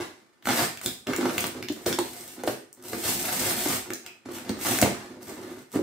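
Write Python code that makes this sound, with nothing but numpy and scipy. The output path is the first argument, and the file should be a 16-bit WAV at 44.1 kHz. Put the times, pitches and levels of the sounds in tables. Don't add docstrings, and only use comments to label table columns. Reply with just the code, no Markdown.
import sys
import numpy as np
from scipy import signal
from scipy.fft import rfft, irfft
from scipy.io import wavfile
from scipy.ndimage import uniform_filter1d

SR = 44100
rng = np.random.default_rng(int(sys.argv[2]) if len(sys.argv) > 2 else 0)


def persist_wave(psi):
    counts = np.round(np.clip(psi, -1, 1) * 32767).astype(np.int16)
    wavfile.write(sys.argv[1], SR, np.atleast_2d(counts).T)


N = 256662
TIME_S = np.arange(N) / SR

# start t/s, length/s, tearing level/dB, swell from start to end of the pull/dB
RIPS = [(0.436, 0.19, -30.5, 9), (0.826, 0.077, -36.5, -8.5), (1.147, 0.21, -47.5, 20),
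        (1.372, 0.058, -35, -4), (1.69, 0.16, -53, 2), (1.859, 0.033, -29, -11), (1.983, 0.35, -43.5, -4.5),
        (2.455, 0.05, -37.5, 0.5), (2.809, 0.32, -37.5, 10.5), (3.012, 0.068, -29, 9),
        (3.099, 0.41, -29.5, 9), (3.552, 0.2, -28.5, 1.5), (4.284, 0.07, -42.5, 16),
        (4.572, 0.094, -31.5, 10), (4.674, 0.15, -29, -8), (5.191, 0.11, -48, 9), (5.335, 0.28, -59.5, -2),
        (5.696, 0.053, -44.5, 7.5)]
# start t/s, length/s, scraping level/dB, shaking level/dB
RUBS = [(0.0, 0.015, -33.5, -41), (0.063, 0.16, -65.5, -82), (0.49, 0.027, -25, -26),
        (0.562, 0.053, -25, -31.5), (1.065, 0.069, -36, -28), (1.179, 0.12, -35, -33.5),
        (1.22, 0.012, -55, -35), (1.333, 0.15, -43.5, -35.5), (1.539, 0.046, -45.5, -34),
        (1.76, 0.052, -50.5, -45), (1.857, 0.056, -37, -29.5), (2.01, 0.25, -64, -54),
        (2.36, 0.033, -45, -43), (2.476, 0.035, -40, -37), (2.765, 0.053, -61, -52.5),
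        (2.831, 0.089, -74, -45), (2.917, 0.053, -66, -34), (3.24, 0.066, -35, -51),
        (3.393, 0.14, -35.5, -38), (3.649, 0.096, -35, -36), (3.853, 0.053, -50, -38.5),
        (4.034, 0.038, -53, -54.5), (4.252, 0.36, -47.5, -42), (4.461, 0.016, -45.5, -48),
        (4.646, 0.086, -30, -31), (4.819, 0.056, -34, -26), (4.904, 0.14, -45, -46.5),
        (5.083, 0.2, -56.5, -45), (5.268, 0.067, -47.5, -42.5), (5.365, 0.15, -48, -39.5),
        (5.553, 0.028, -50, -42.5), (5.734, 0.037, -42, -25)]
# t/s, flap crack level/dB, flap f/Hz, tape film tick level/dB
SNAPS = [(0.425, -41, 1780, -60), (0.4557, -22, 1690, -32), (0.471, -15.5, 1100, -26),
         (0.4878, -16.5, 1340, -25), (0.7735, -29, 2150, -32), (0.814, -30, 1520, -28),
         (0.8603, -15, 3670, -13), (1.07, -23, 2040, -35), (1.134, -17.5, 1780, -52),
         (1.1625, -25.5, 2100, -18.5), (1.3804, -13.5, 2020, -16.5), (1.4068, -39, 8460, -15),
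         (1.4412, -17, 1620, -22), (1.4678, -33, 1920, -18.5), (1.6262, -23.5, 2010, -34),
         (1.6855, -21.5, 3270, -38), (1.723, -32, 7200, -31), (1.8619, -20, 3970, -49),
         (1.927, -16, 3940, -26), (1.9882, -18.5, 3860, -15), (2.4354, -32, 1390, -28),
         (2.476, -43, 1330, -40), (2.7284, -51, 8720, -33), (2.9322, -22, 1330, -39),
         (3.904, -23.5, 1800, -27.5), (3.9349, -23.5, 7000, -21), (4.063, -30, 2500, -27),
         (4.3843, -30, 1530, -35), (4.4931, -23, 3800, -29), (4.787, -17.5, 1460, -15),
         (4.815, -11, 7600, -8.5), (4.827, -11.5, 1600, -35)]
# t/s, level/dB, settled panel f/Hz, paper liner level/dB, settled liner f/Hz
KNOCKS = [(0.001, -26.5, 307, -33, 495), (0.471, -27.5, 215, -24, 550), (0.487, -25, 380, -21, 744),
          (1.069, -32, 229, -41, 955), (1.087, -21.5, 250, -35, 497), (1.184, -20.5, 348, -31, 484),
          (1.228, -23.5, 252, -29, 980), (1.254, -17, 352, -22, 823), (1.7, -22.5, 276, -66, 594),
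          (1.863, -16, 353, -28, 530), (1.986, -20.5, 343, -18.5, 790), (2.436, -24, 437, -28, 520),
          (2.475, -17.5, 369, -16, 443), (2.93, -22.5, 358, -30.5, 496), (3.659, -21.5, 296, -26, 660),
          (3.903, -34.5, 326, -35.5, 1030), (4.257, -36, 230, -43, 600), (4.287, -31, 354, -40, 750),
          (4.495, -21.5, 221, -29.5, 475), (4.824, -13.5, 202, -14, 476), (4.859, -19, 340, -24.5, 630),
          (5.307, -36.5, 347, -49, 640), (5.757, -15, 268, -29.5, 455), (5.791, -19, 353, -55, 460)]
# f/Hz, level/dB, t60/s
BOX_MODES = [(72, -41, .16), (104, -7.5, 0.063), (136, -4.5, 0.15), (220.3, -9, 0.12), (259.7, -8.5, 0.29),
             (330.7, 2.5, 0.12), (364.7, 1.5, 0.13), (412, 7, 0.043), (529, 1, 0.043), (603, -3, 0.036),
             (718, -11.5, 0.021), (877, 2.5, 0.019)]

# f/Hz, level per Hz/dB
FIBRE_SPECTRUM = [(40, 0), (85, 0.5), (180, -0.5), (500, -18), (730, 0.5), (1000, -19), (2000, -4.5),
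                  (3200, -5.5), (5000, -5.5), (7000, -5), (8600, -0.5), (9800, -8.5), (12500, -2.5),
                  (15500, -7)]
BUNDLE_SPECTRUM = [(200, -5), (1500, -3), (4000, -2.5), (8500, 2.5), (16000, 1)]
BOARD_SPECTRUM = [(150, -6), (400, -3.5), (700, 2), (1000, 3.5), (1400, 1.5), (1850, 2), (2600, -5),
                  (4000, -6), (8000, -11), (16000, -19.5)]
CRACK_SPECTRUM = [(200, 8), (800, 2), (1800, 3.5), (2800, -4), (4500, -2.5), (8000, -7), (16000, 2)]
FILM_SPECTRUM = [(500, -17), (3500, -13), (7000, 7.5), (8600, 9.5), (10000, -0.5), (16000, 7.5)]
RUMBLE_SPECTRUM = [(20, -30), (40, -52), (70, -14.5), (130, 0.5), (300, 11), (500, -18.5), (900, 4),
                   (3000, -44.5), (16000, -103)]
AIR_SPECTRUM = [(20, -12), (70, 20), (300, 29), (700, 3), (1400, 22), (3000, -76), (8000, -53),
                (16000, -64)]

# f/Hz, t60/s
ROOM_T60 = [(100, 0.36), (350, 0.42), (1000, 0.35), (2000, 0.4), (5000, 0.41), (9000, 0.39), (16000, 0.28)]
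# f/Hz, correlation (-1 to 1)
ROOM_LIKENESS = [(100, 0.95), (300, 0.89), (550, 0.43), (1100, -0.1), (2200, 0.052), (5000, 0.016),
                 (16000, 0.062)]
ECHO_S = [.0014, .0034, .0112, .0198]
# f/Hz, level/dB
STANDING_WAVES = [(90, -4.5), (128, 3), (162, -3.5), (212, 3.5), (280, -0.5), (335, 2.5), (500, -1),
                  (680, 2), (950, -0.5), (1300, 0)]
# f/Hz, left minus right level/dB
PORTS = [(100, -4), (250, -2), (500, -1.2), (2000, -1), (4000, -0.5), (8000, -2.1), (12000, 2.5)]

RIP_RISE_S, RIP_RELEASE_S, EASE_S_PER_DB = 0.0054, 0.015, 0.004
RIP_SCRAPE_DB, RIP_SHAKE_DB = -10.5, -8.5
RUB_RISE_S, RUB_RELEASE_S = 0.0027, 0.027
RESTING_DB = -67
PANEL_CYCLES = 9.6
PUSH_HZ, PUSH_DB_PER_OCTAVE = 247, -47
EDGE_HZ = 15700


def amp(level_db):
    return 10 ** (np.asarray(level_db) / 20)


def unit(x):
    return x / np.sqrt(np.sum(x ** 2) + 1e-20)


def read(points, hz):
    point_hz, value = np.transpose(points)
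    return np.interp(np.log(hz + 1), np.log(point_hz), value)


def add(mix, start_s, sound):
    part = mix[max(round(start_s * SR), 0):][:len(sound)]
    part += sound[:len(part)]


def through(x, response):
    return signal.fftconvolve(x, response)[:len(x)]


def colour(points, size=4096):
    hz = abs(np.fft.fftfreq(size, 1 / SR))
    log_gain = np.log(amp(read(points, hz)))
    spectrum = np.exp(np.conj(signal.hilbert(log_gain)))
    return unit(np.fft.ifft(spectrum).real[:size // 2])


def mode(hz, t60_s):
    t = TIME_S[:SR // 3]
    return np.sin(2 * np.pi * hz * t) * 1e-3 ** (t / t60_s)


def burst(t60_s, evenness=0.34, rise_s=0.00066):
    t = TIME_S[:SR // 5]
    swell = (1 - np.exp(-t / rise_s)) * 1e-3 ** (t / max(t60_s, 1e-3))
    spectrum = rfft(rng.standard_normal(len(t)) * swell, SR // 2)
    evened = spectrum / (abs(spectrum) + 1e-6) ** min(evenness, 1)
    return unit(irfft(evened)[:len(t)])


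def grains(per_s, spread_db, clump_db, clump_hz):
    sizes = amp(spread_db * np.minimum(rng.exponential(1, N), 3)) * rng.choice([-1, 1], N)
    clicks = sizes * (rng.random(N) < per_s / SR)
    drift = np.clip(rng.standard_normal(N), -2, 2)
    clumps = np.interp(TIME_S * clump_hz, np.arange(N), drift)
    clicks = clicks * amp(clump_db * clumps)
    power = uniform_filter1d(clicks ** 2, size=3000)
    return clicks / np.sqrt(abs(power) + 1e-6)


def stroke(start_s, length_s, rise_s, release_s, swell_db=0):
    t = TIME_S - start_s
    held = amp(swell_db * (np.clip(t / length_s, 0, 1) - .5))
    release = np.exp(-np.maximum(t - length_s, 0) / release_s)
    return np.clip(t / rise_s, 0, 1) * held * release


def hands():
    pull = np.zeros(N)
    for start_s, length_s, level_db, swell_db in RIPS:
        rise_s = RIP_RISE_S + EASE_S_PER_DB * max(swell_db, 0)
        pull += amp(level_db) * stroke(start_s, length_s, rise_s, RIP_RELEASE_S, swell_db)
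    scrape, shake = np.full((2, N), amp(RESTING_DB))
    for start_s, length_s, scrape_db, shake_db in RUBS:
        slide = stroke(start_s, length_s, RUB_RISE_S, RUB_RELEASE_S)
        scrape = scrape + amp(scrape_db) * slide
        shake = shake + amp(shake_db) * slide
    scrape = np.hypot(scrape, amp(RIP_SCRAPE_DB) * pull)
    shake = np.hypot(shake, amp(RIP_SHAKE_DB) * pull)
    return pull, scrape, shake


def tearing(pull, level_db=0):
    breaks = grains(per_s=4000, spread_db=6, clump_db=5, clump_hz=220)
    return amp(level_db) * through(breaks * pull, colour(FIBRE_SPECTRUM))


def crackle(pull, level_db=-23, follows=0.57):
    breaks = grains(per_s=70, spread_db=3.2, clump_db=3, clump_hz=20)
    bundle = unit(through(burst(.003), colour(BUNDLE_SPECTRUM)))
    return amp(level_db) * through(breaks * pull ** follows, bundle)


def snaps(crack_db=18, ring_db=-1, cycles=4, break_t60_s=0.0063, crumble_t60_s=0.008, crumble_db=-6):
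    out, crack = np.zeros(N), colour(CRACK_SPECTRUM)
    for start_s, level_db, flap_hz, _ in SNAPS:
        force = burst(break_t60_s) + amp(crumble_db) * burst(crumble_t60_s)
        ring = np.diff(mode(flap_hz, cycles / flap_hz), prepend=0)
        flap = unit(through(force, crack)) + amp(ring_db) * unit(through(force, ring))
        add(out, start_s, amp(level_db + crack_db) * unit(flap))
    return out


def ticks(gain_db=17, t60_s=0.0065):
    out, film = np.zeros(N), colour(FILM_SPECTRUM)
    for start_s, _, _, level_db in SNAPS:
        tick = unit(through(burst(t60_s), film))
        add(out, start_s, amp(level_db + gain_db) * tick)
    return out


def scraping(pressure, level_db=-0.5):
    slips = grains(per_s=1600, spread_db=5, clump_db=4.5, clump_hz=130)
    return amp(level_db) * through(slips * pressure, colour(BOARD_SPECTRUM))


def squeak(start_s=4.03, length_s=0.1, hz=2520, level_db=-48):
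    out, swell = np.zeros(N), np.hanning(round(length_s * SR))
    rub = through(rng.standard_normal(len(swell)), unit(mode(hz, .016)))
    add(out, start_s, amp(level_db) * rub * swell)
    return out


def panel(hz, t60_s, sag=0.5, sag_s=0.0029, rise_s=0.0024):
    t = TIME_S[:SR // 3]
    pitch_hz = hz * (1 + sag * np.exp(-t / sag_s))
    swing = (1 - np.exp(-(t / rise_s) ** 2)) * 1e-3 ** (t / t60_s)
    return unit(np.sin(2 * np.pi * np.cumsum(pitch_hz) / SR) * swing)


def box_ring(dull_db=-3):
    modes = ((-1) ** k * amp(level_db) * mode(hz, t60_s)
             for k, (hz, level_db, t60_s) in enumerate(BOX_MODES))
    ring = unit(sum(modes))
    add(ring, 0, amp(dull_db) * colour(RUMBLE_SPECTRUM))
    return unit(ring)


def knocks(panel_db=24, box_db=18, liner_ring_db=21, slap_db=16, push_db=6,
           liner_t60_s=0.011, slap_t60_s=0.051):
    out, box, board = np.zeros(N), box_ring(), colour(BOARD_SPECTRUM)
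    push = unit(mode(59, 0.049) - mode(118, 0.062) + mode(147, 0.079))
    for start_s, level_db, hz, liner_db, liner_hz in KNOCKS:
        add(out, start_s, amp(level_db + panel_db) * panel(hz, PANEL_CYCLES / hz))
        add(out, start_s, amp(level_db + box_db) * box)
        liner = panel(liner_hz, liner_t60_s, sag=0.6, sag_s=0.0029)
        add(out, start_s, amp(liner_db + liner_ring_db) * liner)
        slap = unit(through(burst(slap_t60_s), board))
        add(out, start_s, amp(liner_db + slap_db) * slap)
        size_db = PUSH_DB_PER_OCTAVE * np.log2(hz / PUSH_HZ)
        add(out, start_s, amp(level_db + push_db + size_db) * push)
    return out


def flexing(shake, level_db=-2):
    jerks = grains(per_s=700, spread_db=3.5, clump_db=2.5, clump_hz=60.53)
    return amp(level_db) * through(jerks * shake, box_ring())


def split(x, wet_db):
    return np.outer([1, amp(wet_db)], x) / np.hypot(1, amp(wet_db))


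def near_paths(x, echo_db=-11):
    out = []
    for side in range(2):
        taps = np.zeros(SR // 20)
        taps[1 - side] = 1
        for k, delay_s in enumerate(ECHO_S):
            offset = side * (-1) ** k * (k + 2)
            taps[round(delay_s * SR) + offset] += amp(echo_db)
        out.append(through(x, unit(taps)))
    return np.array(out)


def room_tail(build_s=0.001):
    noise = rng.standard_normal((2, SR * 2 // 3))
    hz, t, (a, b) = signal.stft(noise, SR, nperseg=256)
    likeness = np.clip(read(ROOM_LIKENESS, hz), -1, 1)[:, None]
    mid, side = a * np.sqrt(1 + likeness), b * np.sqrt(1 - likeness)
    decay = 1e-3 ** (t / read(ROOM_T60, hz)[:, None])
    tails = signal.istft(np.array([mid + side, mid - side]) * decay, SR)[1]
    build = 1 - np.exp(-(TIME_S[:tails.shape[1]] / build_s) ** 2)
    return [unit(tail * build) for tail in tails]


def room(x, count=8, turns_per_s=2.6):
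    out = np.zeros((2, N))
    for k in range(count):
        phase = (turns_per_s * count * TIME_S + k) % count
        share = np.sin(np.pi / 2 * np.minimum(phase, 2))
        out += [through(x * share, tail) for tail in room_tail()]
    return out


def room_air(level_db=-71):
    air = [through(noise, colour(AIR_SPECTRUM)) for noise in rng.standard_normal((2, N))]
    return amp(level_db) * np.array(air)


def scene():
    pull, scrape, shake = hands()
    paths = split(tearing(pull), wet_db=6.5)
    paths += split(ticks() + crackle(pull), wet_db=-3.5)
    paths += split(snaps(), wet_db=1.0)
    paths += split(scraping(scrape) + squeak(), wet_db=3)
    paths += split(knocks(), wet_db=-3.5)
    paths += split(flexing(shake), wet_db=-7.5)
    direct, diffuse = paths
    return near_paths(direct) + room(diffuse) + room_air()


def record(dry, low_cut_hz=52):
    hz = np.fft.rfftfreq(2 * N, 1 / SR)
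    port_share = np.array([[.5], [-.5]])
    colour_db = read(STANDING_WAVES, hz) + read(PORTS, hz) * port_share
    heard = irfft(rfft(dry, 2 * N) * amp(colour_db))[:, :N]
    bass_cut = signal.butter(4, low_cut_hz, "highpass", fs=SR, output="sos")
    heard = signal.sosfilt(bass_cut, heard)
    band_limit = signal.firwin(401, EDGE_HZ, window=("kaiser", 8), fs=SR)
    return signal.oaconvolve(heard, band_limit[None], "same")


dry = scene()
out = record(dry)
persist_wave(out)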